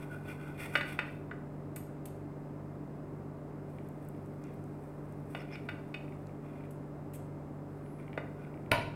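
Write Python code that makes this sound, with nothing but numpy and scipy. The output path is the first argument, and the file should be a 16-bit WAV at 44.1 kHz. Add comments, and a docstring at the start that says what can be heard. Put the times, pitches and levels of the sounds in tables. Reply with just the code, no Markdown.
"""Sawing cooked chicken on a plate

A table knife saws through cooked chicken on a ceramic plate, close by, in a hard-walled kitchen.
Its teeth make strings of tiny clicks that hiss and ring; clinks, taps, fork ticks and a late hard knock
on the rim are fading tones, mostly with a crack of noise. Noise bursts make wet snaps, gliding tones squeaks.
A fan motor hums underneath as steady tones over a rush of air."""
import sys
import numpy as np
from scipy import signal
from scipy.fft import rfft, irfft, next_fast_len
from scipy.io import wavfile

SR = 44100
rng = np.random.default_rng(int(sys.argv[2]) if len(sys.argv) > 2 else 0)


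def store_pcm(level_fs):
    """Save levels as 16-bit WAV."""
    pcm = np.round(np.clip(level_fs, -1, 1) * 32767).astype(np.int16)
    wavfile.write(sys.argv[1], SR, np.atleast_2d(pcm).T)


N = 394694
TIME = np.arange(N) / SR
AGE = TIME[:SR // 2]  # seconds since a blow, up to half a second

# All table levels are relative: the functions mix and trim them. A fade time is the time to drop 60 dB.
# strokes of the knife: (start [s], length [s], hiss of teeth [dB], rasp of blade [dB], ring of plate [dB])
STROKES = [(0, 0.032, -63.5, -55, -58), (0.123, 0.029, -66, -58.5, -51), (0.279, 0.04, -60.5, -49.5, -52),
           (0.421, 0.069, -67.5, -55, -51.5), (0.608, 0.049, -53, -43.5, -53),
           (0.748, 0.027, -56, -47.5, -47), (0.884, 0.038, -56.5, -47, -52.5), (1.02, 0.12, -75, -68, -68),
           (3.706, 0.033, -76, -78, -80), (4.03, .04, -77, -78, -80), (4.456, 0.042, -84, -62.5, -74),
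           (4.82, 0.058, -76, -83, -82), (5.305, .045, -67.5, -71, -72), (5.385, .03, -75, -54, -57),
           (5.528, 0.015, -72, -48, -60), (6.46, 0.19, -80, -65.5, -72), (7.996, 0.026, -78, -63, -70),
           (8.39, 0.081, -82, -66, -63)]
# blade staying in the meat between strokes: (start [s], end [s], hiss [dB], rasp [dB])
CUTS = [(0, 1.2, -78, -80), (3.7, 6.3, -78, -78), (7.7, 8.65, -80, -85)]
# blade pressed on the plate: (pitch [Hz], level [dB], fade time [s])
BLADE_MODES = [(2164, 3, 0.012), (2430, 2, 0.03), (2790, -9.5, 0.031), (3410, -4, 0.012),
               (4340, -21, 0.035), (5100, -26, 0.011)]
# the plate's ring under the teeth: (pitch [Hz], level [dB], fade time [s])
GLAZE_MODES = [(1483, 0, 0.043)]
# rasp of the teeth: (frequency [Hz], level per Hz [dB])
RASP_COLOUR = [(600, 6.5), (1200, -2), (2400, 8), (3100, -25), (3500, -19), (4700, -19), (7000, -29),
               (12000, -40)]
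# hiss of the teeth: (frequency [Hz], level per Hz [dB])
HISS_COLOUR = [(3000, -25), (5500, -10.5), (7000, -17), (8200, -1.5), (8800, -5.5), (9700, -3.5),
               (11400, -9.5), (12500, -6.5), (14300, -8), (16000, -16)]
# cutlery striking bare glaze:
# (time [s], level [dB], contact [s], favoured pitch [Hz], weight [dB], brightness [dB])
CLINKS = [(0.7537, -25, 0.0057, 1590, -0.5, 0.5), (0.81, -32, .0026, 1670, -3, -0.5),
          (0.9896, -29, 0.0035, 2600, -2, -1), (1.312, -39.5, 0.0032, 1600, -3, -12.5),
          (1.761, -52, .0044, 2380, -5, 1.5), (5.349, -40, 0.0019, 2770, 9, 2),
          (5.555, -50, 0.002, 2230, -4, 7), (5.688, -40, .006, 1560, -1, 2.5),
          (5.942, -46, 0.0045, 2500, 5, 9), (8.176, -37.5, 0.0037, 2090, 11, -4.5)]
# the plate, damped by the meat: (pitch [Hz], level [dB], fade time [s])
PLATE_MODES = [(667, -16.5, 0.031), (1210, -9, 0.065), (1455, -2.5, 0.051), (1521, -6.5, 0.035),
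               (1660, -14.5, 0.041), (1797, -8, 0.028), (1958, -5.5, 0.046), (2053, -8.5, 0.061),
               (2282, -4, 0.028), (2514, -9, 0.059), (2600, -10.5, 0.029), (2747, -18, 0.092),
               (2890, -12, 0.054), (3604, -13, 0.05), (4560, -22, 0.033), (5300, -28.5, 0.045),
               (6700, -34.5, 0.044), (8070, -34.5, .09)]
# crack of steel on glaze: (frequency [Hz], level per Hz [dB])
CLINK_COLOUR = [(150, -15), (600, 6.5), (1000, 2), (1700, -12), (2700, -2.5), (3200, -8), (4300, -17.5),
                (5500, -31), (10000, -29), (16000, -34)]
# blade tapping down through the meat, which mutes the plate: (time [s], level [dB])
TAPS = [(3.7858, -47), (4.149, -55), (6.0806, -51), (6.123, -47), (6.2931, -51), (6.6074, -54),
        (6.6388, -51), (7.8625, -52), (7.9992, -49), (8.08, -46), (8.1309, -42), (8.1404, -49),
        (8.4487, -49), (8.541, -48), (8.5744, -51), (8.6617, -53)]
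# the muted blade: (pitch [Hz], level [dB], fade time [s])
TAP_MODES = [(2000, -1, .012), (2290, -0.5, 0.015), (2760, -7, 0.0094)]
# blade against fork: (time [s], level [dB], contact [s], favoured pitch [Hz], its level [dB])
TICKS = [(1.7605, -43.5, 0.0018, 12900, -8), (2.055, -50, 0.0045, 14500, -19),
         (6.708, -60, 0.0022, 10300, -15), (7.1352, -56.5, 0.025, 12600, -16)]
# thin steel: (pitch [Hz], level [dB], fade time [s])
STEEL_MODES = [(4400, -6, 0.087), (7980, -12, .1), (8500, -1, .1), (9050, -6, .08), (10500, 7, .1),
               (11200, 4, .08), (12650, 2, .1), (14000, -7, .08), (14550, 12, 0.088)]
# crack of steel on steel: (frequency [Hz], level per Hz [dB])
TICK_COLOUR = [(1000, -23), (2300, 4), (3500, -4), (5800, -9), (8200, 4.5), (10000, 0), (13000, 4),
               (16000, -13)]
# knock on the rim, a touch and then the full blow: (time [s], level [dB], crack [dB])
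KNOCKS = [(8.7139, -42.5, 10), (8.7165, -24, 6.5)]
# knife, rim and table ringing together: (pitch [Hz], level [dB], fade time [s])
RIM_MODES = [(104.4, -7.5, 0.23), (264, -29, 0.16), (472, -1, 0.024), (616, 1.5, 0.092), (681, -8, 0.16),
             (950, -6, 0.23), (1012, -4, 0.13), (1408, -2, 0.086), (1490, -3.5, 0.096), (1750, -11, .12),
             (2280, -8, .12), (2320, -20, 0.099), (2500, -30, 0.22), (2985, -13, 0.1), (3770, -16.5, 0.13),
             (4790, -18, 0.1), (6060, -30, 0.16), (7010, -38, 0.24), (8600, -30, 0.097), (9500, -21, 0.077),
             (10680, -27.5, 0.27), (12370, -26, .13), (13960, -25, 0.13)]
# clack right at the point of contact: (pitch [Hz], level [dB], fade time [s])
CLACK_MODES = [(2320, 12, 0.015)]
# crack of the knock: (frequency [Hz], level per Hz [dB])
KNOCK_COLOUR = [(60, -12), (130, 3), (400, -1), (900, -2.5), (2400, -0.5), (3400, -5), (6000, -21),
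                (9500, -14.5), (13000, -18), (16000, -27)]
# thud of the table: (frequency [Hz], level per Hz [dB])
THUD_COLOUR = [(50, -19), (120, 4), (900, 2), (1800, -9), (4000, -39), (12000, -40)]
# squeaks of the wet blade, one list each: (time [s], pitch [Hz], level [dB])
SQUEAKS = [
    [(5.39, 5300, -70), (5.405, 5300, -62), (5.43, 5300, -73)],
    [(5.515, 5350, -68), (5.54, 5200, -54), (5.565, 4950, -73)],
    [(7.83, 8700, -78), (7.87, 10200, -75), (7.91, 11000, -73), (7.98, 10300, -74), (8.03, 8800, -80),
     (8.09, 8200, -81)],
]
# fibres and juice snapping: (time [s], level [dB], centre [Hz])
SNAPS = [(3.888, -56, 10500), (4.050, -57, 12000), (4.087, -45, 12800), (4.260, -58, 10000),
         (4.439, -51.5, 7100), (4.470, -63, 8000), (4.540, -58, 13500), (4.640, -58, 9500),
         (5.124, -59, 9500), (6.27, -56, 5900)]
# low tones of the fan motor: (pitch [Hz], level [dB])
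HUM = [(49, -62), (97.9, -59), (99.9, -59), (122.8, -68), (147, -46.5), (195.8, -58), (216, -63),
       (232.2, -60), (255.4, -58), (285.7, -63), (292.6, -55), (299.4, -60), (309, -63), (322.7, -66),
       (391.6, -57), (408.1, -64), (416.5, -65), (587.8, -62), (661, -70)]
# high tones of the fan motor: (pitch [Hz], level [dB])
WHINE = [(2094, -78), (2536, -86), (2745, -88), (5023, -89), (6560, -96), (7311, -90.5), (8027, -87),
         (9200, -89)]
# moving air: (frequency [Hz], level per Hz [dB])
AIR_COLOUR = [(15, -87), (25, -88.5), (60, -87.5), (85, -73.5), (115, -79), (160, -74.5), (230, -76),
              (290, -73.5), (450, -79), (600, -80.5), (1200, -90), (2100, -102), (3200, -114), (6000, -119),
              (15500, -121)]
# how long the kitchen echoes: (frequency [Hz], fade time [s])
ROOM_FADE = [(150, 0.96), (700, 0.54), (2500, 0.49), (5000, 0.54), (9000, 0.41), (15000, 0.1)]


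def stroke(start, end, rise_db_per_s=422, fall_db_per_s=278):
    """The knife gathers speed, runs steadily from start to end, then slows less quickly."""
    before = np.clip(start - TIME, 0, 1)
    after = np.clip(TIME - end, 0, 1)
    return from_db(-rise_db_per_s * before - fall_db_per_s * after)


def sawing(teeth_per_s=2500, grain_db=0.5, grip_db=2.5, blade_db=-4.0, rasp_db=-5.0, hiss_db=-3.0):
    """Teeth catch in quick uneven clicks, which hiss, ring in the blade and shake the plate."""
    hiss_stroke, rasp_stroke, plate_gain = sum(
        np.outer(from_db(levels), stroke(start, start + length)) for start, length, *levels in STROKES)
    hiss_rest, rasp_rest = sum(np.outer(from_db(levels), stroke(start, end)) for start, end, *levels in CUTS)

    caught = rng.random(N) < teeth_per_s / SR
    grain = np.minimum(rng.exponential(1, N), 4)
    size_db = grain_db * grain + grip_db * drift(150)
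    teeth = caught * rng.choice([-1, 1], N) * from_db(size_db)

    blade = rms_one(signal.fftconvolve(teeth, ring(BLADE_MODES))[:N])
    plate = rms_one(signal.fftconvolve(teeth, ring(GLAZE_MODES))[:N])
    rasp = from_db(blade_db) * blade + from_db(rasp_db) * coloured(teeth, RASP_COLOUR)
    hiss = from_db(hiss_db) * coloured(teeth, HISS_COLOUR)
    # stroke and resting sound add as powers
    rasp_gain = np.hypot(rasp_stroke, rasp_rest)
    hiss_gain = np.hypot(hiss_stroke, hiss_rest)
    return rasp_gain * rasp + hiss_gain * hiss + plate_gain * plate


def clinks(favour_db=8.0, favour_width_hz=110, crack_db=-5, crack_t60=0.025):
    """An edge stays on the glaze for some milliseconds; each landing colours the plate's ring its own way."""
    out = np.zeros(N)
    for s, db, contact, favoured_hz, weight_db, bright_db in CLINKS:
        # weight acts below a neutral middle, brightness above it
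        tilt = [(755, weight_db), (1310, 0), (1950, 0), (2440, bright_db)]
        modes = []
        for hz, level, t60 in PLATE_MODES:
            # pitches that move most under the edge take the most of the blow
            favour = favour_db * np.exp(-((hz - favoured_hz) / favour_width_hz) ** 2)
            modes.append((hz, level + at_hz(tilt, hz) + favour, t60))
        noise = coloured(rng.standard_normal(len(AGE)), CLINK_COLOUR)
        crack = shaped(noise, tilt) * fade(crack_t60, contact)
        add(out, s, from_db(db) * (ring(modes, contact) + from_db(crack_db) * crack))
    return out


def taps(spread_db=1.5):
    """Short dull taps in which only the blade rings."""
    out = np.zeros(N)
    for s, db in TAPS:
        add(out, s, from_db(db) * ring(TAP_MODES, spread_db=spread_db))
    return out


def ticks(crack_t60=0.034, steel_db=-18.5, favoured_t60=0.2):
    """Steel meets steel: a bright crack and a thin ring, in which the point of contact favours one pitch."""
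    out = np.zeros(N)
    for s, db, contact, hz, favoured_db in TICKS:
        crack = burst(TICK_COLOUR, crack_t60, contact)
        steel = from_db(steel_db) * ring(STEEL_MODES, contact)
        favoured = ring([(hz, favoured_db, favoured_t60)])
        add(out, s, from_db(db) * (crack + steel + favoured))
    return out


def knock(swell_s=0.00053, crack_t60=0.014, thud_db=-3, thud_t60=0.15):
    """The knife clacks on the rim; the heavy plate and the table under it take a moment to follow."""
    out = np.zeros(N)
    for s, db, crack_db in KNOCKS:
        swell = 1 - np.exp(-AGE / swell_s)
        body = (ring(RIM_MODES) + from_db(thud_db) * burst(THUD_COLOUR, thud_t60)) * swell
        crack = from_db(crack_db) * burst(KNOCK_COLOUR, crack_t60)
        add(out, s, from_db(db) * (ring(CLACK_MODES) + crack + body))
    return out


def squeaks(jitter=0.054, jitter_per_s=2500):
    """The wet blade sticks and slips: a thin gliding tone, rough because its pitch jitters."""
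    out = np.zeros(N)
    for rows in SQUEAKS:
        hz, db = in_time(rows)
        rough_hz = hz * (1 + jitter * drift(jitter_per_s))
        phase = 2 * np.pi * np.cumsum(rough_hz) / SR
        sounding = (TIME > rows[0][0]) * (TIME < rows[-1][0])
        out += from_db(db) * np.sin(phase) * sounding
    return out


def snaps(t60=0.01, skirt_db=-26):
    """Tiny wet clicks as the meat parts, each a short burst of noise around one frequency."""
    out = np.zeros(N)
    for s, db, hz in SNAPS:
        band = [(hz / 2, skirt_db), (hz * 0.64, -2), (hz * 1.27, 0), (hz * 2, skirt_db)]
        add(out, s, from_db(db) * burst(band, t60))
    return out


def fan(hum_trim_db=-0.77, whine_trim_db=-3.0, waver=0.054, waver_per_s=4.1, air_db=-48.46):
    """Motor tones whose loudness wavers a little, over the rush of moving air."""
    out = from_db(air_db) * coloured(rng.standard_normal(N), AIR_COLOUR)
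    for lines, trim_db in ((HUM, hum_trim_db), (WHINE, whine_trim_db)):
        for hz, db in lines:
            # the root of two gives the sine unit power
            tone = np.sqrt(2) * np.sin(2 * np.pi * (hz * TIME + rng.random()))
            out += from_db(db + trim_db) * (1 + waver * drift(waver_per_s)) * tone
    return out


def kitchen(x, first_echo_s=0.006):
    """Dense echoes off hard walls, made of fading noise bands; the highest treble dies first."""
    centres = np.geomspace(100, 16000, 12)
    white = rfft(rng.standard_normal(len(AGE)))
    hz = np.fft.rfftfreq(len(AGE), 1 / SR)
    tail = np.zeros(len(AGE))
    for centre, share in zip(centres, np.eye(len(centres))):
        # each band overlaps its neighbours
        band = irfft(white * np.interp(hz, centres, share), len(AGE))
        tail += band * fade(at_hz(ROOM_FADE, centre))
    # silent until the first echo, then building up
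    tail *= np.clip(AGE / first_echo_s - 1, 0, 1)
    return signal.fftconvolve(x, tail / np.linalg.norm(tail))[:N]


def ring(modes, hold=0, spread_db=0.0):
    """A struck object rings at its own pitches; strengths may vary by chance from blow to blow."""
    out = np.zeros(len(AGE))
    for hz, db, t60 in modes:
        gain = from_db(db + spread_db * rng.normal()) * rng.choice([-1, 1])
        out += gain * np.sin(2 * np.pi * hz * AGE) * fade(t60, hold)
    return out


def burst(spectrum, t60, hold=0):
    """Fading noise stands for the crowd of short-lived pitches that makes a blow crack."""
    return coloured(rng.standard_normal(len(AGE)), spectrum) * fade(t60, hold)


def fade(t60, hold=0, rise=0.00017):
    """A quick rise, held while the contact lasts, then dying away by 60 dB in t60 seconds."""
    return (1 - np.exp(-AGE / rise)) * from_db(-60 * np.maximum(AGE - hold, 0) / t60)


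def drift(rate):
    """Smooth chance: random points, `rate` per second, joined by straight lines."""
    knots = rng.standard_normal(int(rate * TIME[-1]) + 2)
    return np.interp(TIME * rate, np.arange(len(knots)), knots)


def coloured(x, spectrum):
    """Give a steady signal a spectrum and unit power."""
    return rms_one(shaped(x, spectrum))


def shaped(x, spectrum):
    """Filter a signal by a table of (frequency [Hz], level [dB])."""
    size = next_fast_len(len(x))
    gain = from_db(at_hz(spectrum, np.fft.rfftfreq(size, 1 / SR)))
    return irfft(rfft(x, size) * gain, size)[:len(x)]


def rms_one(x):
    """Scale to unit power."""
    return x / np.sqrt(np.mean(x ** 2) + 1e-20)


def from_db(db):
    """Turn decibels into a gain."""
    return 10 ** (np.asarray(db) / 20)


def at_hz(points, hz):
    """Read a table between its rows, on a log-frequency axis."""
    table = np.array(points)
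    return np.interp(np.log(np.maximum(hz, 1)), np.log(table[:, 0]), table[:, 1])


def in_time(rows):
    """Join the rows of a curve by straight lines in time."""
    s, *columns = np.transpose(rows)
    return [np.interp(TIME, s, column) for column in columns]


def add(track, s, sound):
    """Mix a sound in at a time in seconds."""
    start = round(s * SR)
    track[start:start + len(sound)] += sound[:N - start]


def scene(saw_room_db=-15.0, clink_room_db=-9.0, tick_room_db=-6.0, knock_room_db=-6.5, snap_room_db=-14.0):
    """Everything sits in the middle; each source has its own share of room, and the fan has none."""
    sources = [(sawing() + squeaks(), saw_room_db), (clinks() + taps(), clink_room_db),
               (ticks(), tick_room_db), (knock(), knock_room_db), (snaps(), snap_room_db)]
    direct = sum(sound for sound, room_db in sources)
    room = kitchen(sum(sound * from_db(room_db) for sound, room_db in sources))
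    return np.tile(direct + room + fan(), (2, 1))


def record(dry, cutoff_hz=15800):
    """A steep filter removes the very top of the treble."""
    lowpass = signal.ellip(10, .1, 80, cutoff_hz, fs=SR, output="sos")
    return signal.sosfilt(lowpass, dry)


dry = scene()
out = record(dry)
store_pcm(out)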